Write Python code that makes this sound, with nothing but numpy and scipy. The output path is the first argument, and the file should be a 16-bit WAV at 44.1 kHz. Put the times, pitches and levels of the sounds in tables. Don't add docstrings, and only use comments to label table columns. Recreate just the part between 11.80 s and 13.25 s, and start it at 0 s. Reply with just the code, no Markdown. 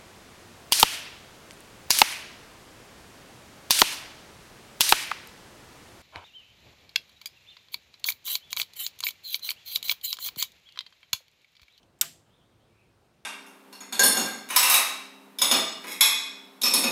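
import sys
import numpy as np
from scipy import signal
from scipy.fft import rfft, irfft
from scipy.io import wavfile
from scipy.ndimage import uniform_filter1d

SR = 44100
rng = np.random.default_rng(int(sys.argv[2]) if len(sys.argv) > 2 else 0)


def master_out(mix):
    frames = np.transpose(np.atleast_2d(mix))
    ceiling = np.clip(frames, -1, 1)
    pcm = np.round(ceiling * 32767).astype(np.int16)
    wavfile.write(sys.argv[1], SR, pcm)


def elevation(decibels):
    levels = np.asarray(decibels, float)
    return 10 ** (levels / 20)


N = 63945

# start_s, level_db
CONTACTS = [
    (.1889, -50),
    (.1918, -56),
    (.2004, -56),
    (.2120, 1),
    (.2126, -7),
    (.2134, -1),
    (.2140, -10),
    (.2152, -13),
    (.2178, -14),
    (.2273, -27),
]
BLOW_S = CONTACTS[3][0]


def evened(x):
    return x / np.sqrt(np.mean(x ** 2) + 1e-20)


def read(points, hz):
    f, value = np.transpose(points)
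    return np.interp(np.log(hz + 1), np.log(f + 1), value)


def coloured(points, size):
    gain = elevation(read(points, np.fft.rfftfreq(size, 1 / SR)))
    return evened(irfft(rfft(rng.standard_normal(size)) * gain, size))


def resonate(x, hz, width_hz):
    turn = np.exp(2j * np.pi * np.cumsum(hz * np.ones(len(x))) / SR)
    r = np.exp(-np.pi * width_hz / SR)
    return 2 * (turn * signal.lfilter([1 - r], [1, -r], x / turn)).real


def fuzzy(size, hz, width_hz):
    noise = rng.standard_normal(8000 + size)[:size]
    return evened(resonate(resonate(noise, hz, width_hz), hz, width_hz))


def rise(t, rise_s):
    return 1 - np.exp(-(t / rise_s) ** 2)


def placed(start_s, sound):
    return np.concatenate([np.zeros(round(start_s * SR)), sound, np.zeros(N)])[:N]


def hush():
    # freq_hz, level_db_per_hz
    hush_colour = [(21, -39), (35, -8.5), (101, -1), (297, -8), (595, -10.5), (1760, -20), (2580, -21.5),
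                   (15300, -38.5), (16500, -47.5)]
    # freq_hz, width_hz, level_db
    hums = [(108, 8.3, -75), (338, 40, -79), (2600, 300, -96), (3902, 900, -87), (8800, 300, -91.5)]
    level_db, patch_db = -65, 1.1
    _, _, z = signal.stft(coloured(hush_colour, N), SR, nperseg=512)
    patches = uniform_filter1d(rng.standard_normal(z.shape), size=8, axis=0)
    patches = evened(uniform_filter1d(patches, size=12, axis=1))
    wash = signal.istft(z * elevation(patch_db * patches), SR, nperseg=512)[1][:N]
    hum = sum(elevation(db) * fuzzy(N, hz, width_hz) for hz, width_hz, db in hums)
    return elevation(level_db) * evened(wash) + hum


def far_tick():
    # start_s, level_db, t60_s
    start_s, level_db, t60_s = (.0297, -66.5, 0.032)
    # freq_hz, width_hz, level_db
    tick_colour = [(2780, 1700, 5.5), (5700, 1000, 2), (8400, 2300, -6)]
    attack_s = 0.00041
    t = np.arange(3000) / SR
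    tick = sum(elevation(db) * fuzzy(len(t), hz, width_hz) for hz, width_hz, db in tick_colour)
    envelope = elevation(level_db - 60 * t / t60_s) * np.minimum(t / attack_s, 1)
    return placed(start_s, envelope * tick)


def steel():
    # freq_hz, snap_db, ring_db, ring_t60_s
    steel_modes = [(3125, -22, -31, 0.03), (3680, -21.5, -29, .04), (4620, -25, -29, .035),
                   (5676, -17.5, -35, .03), (6500, -25, -38, .03), (7010, -14, -29.5, .035),
                   (7386, -12.5, -28, 0.07), (7670, -15.5, -27, 0.02), (8067, -13, -33, .035),
                   (9020, -19, -29, .04), (15300, -25.5, -36, .03), (12460, -20, -19.5, 0.053),
                   (13550, -22.5, -34, .035), (14700, -18, -28, 0.029)]
    # freq_hz, level_db
    crack_colour = [(410, -57), (700, -18.5), (3610, -5.5), (5020, -8), (7870, -3), (9720, -18),
                    (12200, -4.5), (13900, -10.5), (16500, -24)]
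    snap_t60_s, contact_s = .013, .00015
    crack_db, crack_t60_s = -19, 0.024
    low_cut_hz = 2200
    t, out = np.arange(6000) / SR, np.zeros(N)
    hz, snap_db, ring_db, ring_t60_s = np.transpose(steel_modes)[:, :, None]
    decay = elevation(snap_db - 60 * t / snap_t60_s) + elevation(ring_db - 60 * t / ring_t60_s)
    modes = decay * np.sin(2 * np.pi * hz * t) * rise(t, contact_s)
    shares = rng.uniform(0.19, 1, (len(CONTACTS), len(steel_modes)))
    for (start_s, level_db), share in zip(CONTACTS, shares):
        crack = elevation(crack_db - 60 * t / crack_t60_s) * coloured(crack_colour, len(t))
        out += placed(start_s, elevation(level_db) * (share @ modes + crack))
    return signal.sosfilt(signal.butter(3, low_cut_hz, "high", fs=SR, output="sos"), out)


def room():
    # freq_hz, level_db
    answer_colour = [(120, -33.5), (200, -9.5), (419, -13), (676, -10), (1070, -1), (1470, 0), (7740, -6.5),
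                     (15000, -16.5), (16500, -26.5)]
    # freq_hz, t60_s
    room_decay = [(300, 0.51), (1000, 0.14), (3000, 0.32), (8000, 0.38), (12000, .28), (16000, .2)]
    # freq_hz, level_db, t60_s
    lingering = [(1438, -36.5, 0.081), (3070, -55, .3), (3500, -53.5, .3), (4580, -55, .3),
                 (7430, -49.5, .3), (7600, -47, 0.36), (9170, -51.5, .3), (12400, -46.5, .28),
                 (13500, -55, .25), (14220, -54, 0.28), (15300, -56, .22)]
    level_db, rise_s = -36, 0.0054
    relative_width = .05
    hz, t, z = signal.stft(coloured(answer_colour, SR // 2), SR, nperseg=128)
    decay = elevation(-60 * t / read(room_decay, hz)[:, None])
    tail = elevation(level_db) * signal.istft(z * decay, SR, nperseg=128)[1]
    t = np.arange(len(tail)) / SR
    for f, db, t60_s in lingering:
        tail = tail + elevation(db - 60 * t / t60_s) * fuzzy(len(t), f, relative_width * f)
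    return placed(BLOW_S, tail * rise(t, rise_s))


def frame():
    # freq_hz, level_db, t60_s, rise_s
    frame_modes = [(156, -53, .5, .035), (355, -47, .14, .02), (680, -44, .21, .028), (850, -45, .07, .006),
                   (1030, -38, .08, .01), (1210, -33, .08, .013), (1420, -39, .07, .005),
                   (1570, -38, .07, .008), (2220, -38, .05, .004)]
    t = np.arange(SR // 2) / SR
    hum = np.zeros(len(t))
    for hz, db, t60_s, rise_s in frame_modes:
        tone = np.sin(2 * np.pi * (hz * t + rng.random()))
        hum += elevation(db - 60 * t / t60_s) * rise(t, rise_s) * tone
    return placed(BLOW_S, hum)


def bird():
    # start_s, length_s, start_hz, middle_hz, end_hz
    bird_notes = [
        (.455, .03, 2950, 3000, 2900),
        (.49, .09, 2850, 3500, 3700),
        (.58, .05, 3550, 3350, 2900),
        (.635, .04, 3400, 3600, 3700),
        (.69, .055, 3600, 3300, 2950),
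        (.79, .1, 3000, 3300, 3650),
        (.9, .04, 2350, 2380, 2350),
        (.94, .13, 2430, 2520, 2530),
        (1.08, .03, 2550, 2500, 2450),
        (1.32, .06, 2700, 2700, 2600),
    ]
    note_levels = [-81, -74, -75, -80, -81, -80, -81, -73, -79, -82]
    clear_gain, blur_hz = .6, 350
    echo_db, echo_t60_s = -1, .35
    out = np.zeros(N)
    for (start_s, length_s, start_hz, middle_hz, end_hz), db in zip(bird_notes, note_levels):
        u = np.linspace(0, 1, round(length_s * SR))
        bend_hz = middle_hz - (start_hz + end_hz) / 2
        hz = start_hz + (end_hz - start_hz) * u + 4 * u * (1 - u) * bend_hz
        clear = clear_gain * np.sin(2 * np.pi * np.cumsum(hz) / SR)
        swell = np.sqrt(np.sin(np.pi * u).clip(0))
        out += placed(start_s, elevation(db) * swell * (clear + fuzzy(len(u), hz, blur_hz)))
    t = np.arange(SR // 3) / SR
    echo = rng.standard_normal(len(t)) * elevation(-60 * t / echo_t60_s)
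    return out + elevation(echo_db) * signal.fftconvolve(out, echo / np.linalg.norm(echo))[:N]


def scene():
    return (steel() + frame() + room() + far_tick() + hush() + bird())[None]


def top_cut(x):
    return signal.sosfilt(signal.butter(12, 16780, fs=SR, output="sos"), x)


def record(dry):
    edge_hz = 16450
    low_pass = signal.firwin(255, edge_hz, window=("kaiser", 9), fs=SR)
    limited = signal.oaconvolve(dry, low_pass[None], "same")
    return top_cut(limited)


dry = scene()
out = record(dry)
master_out(out)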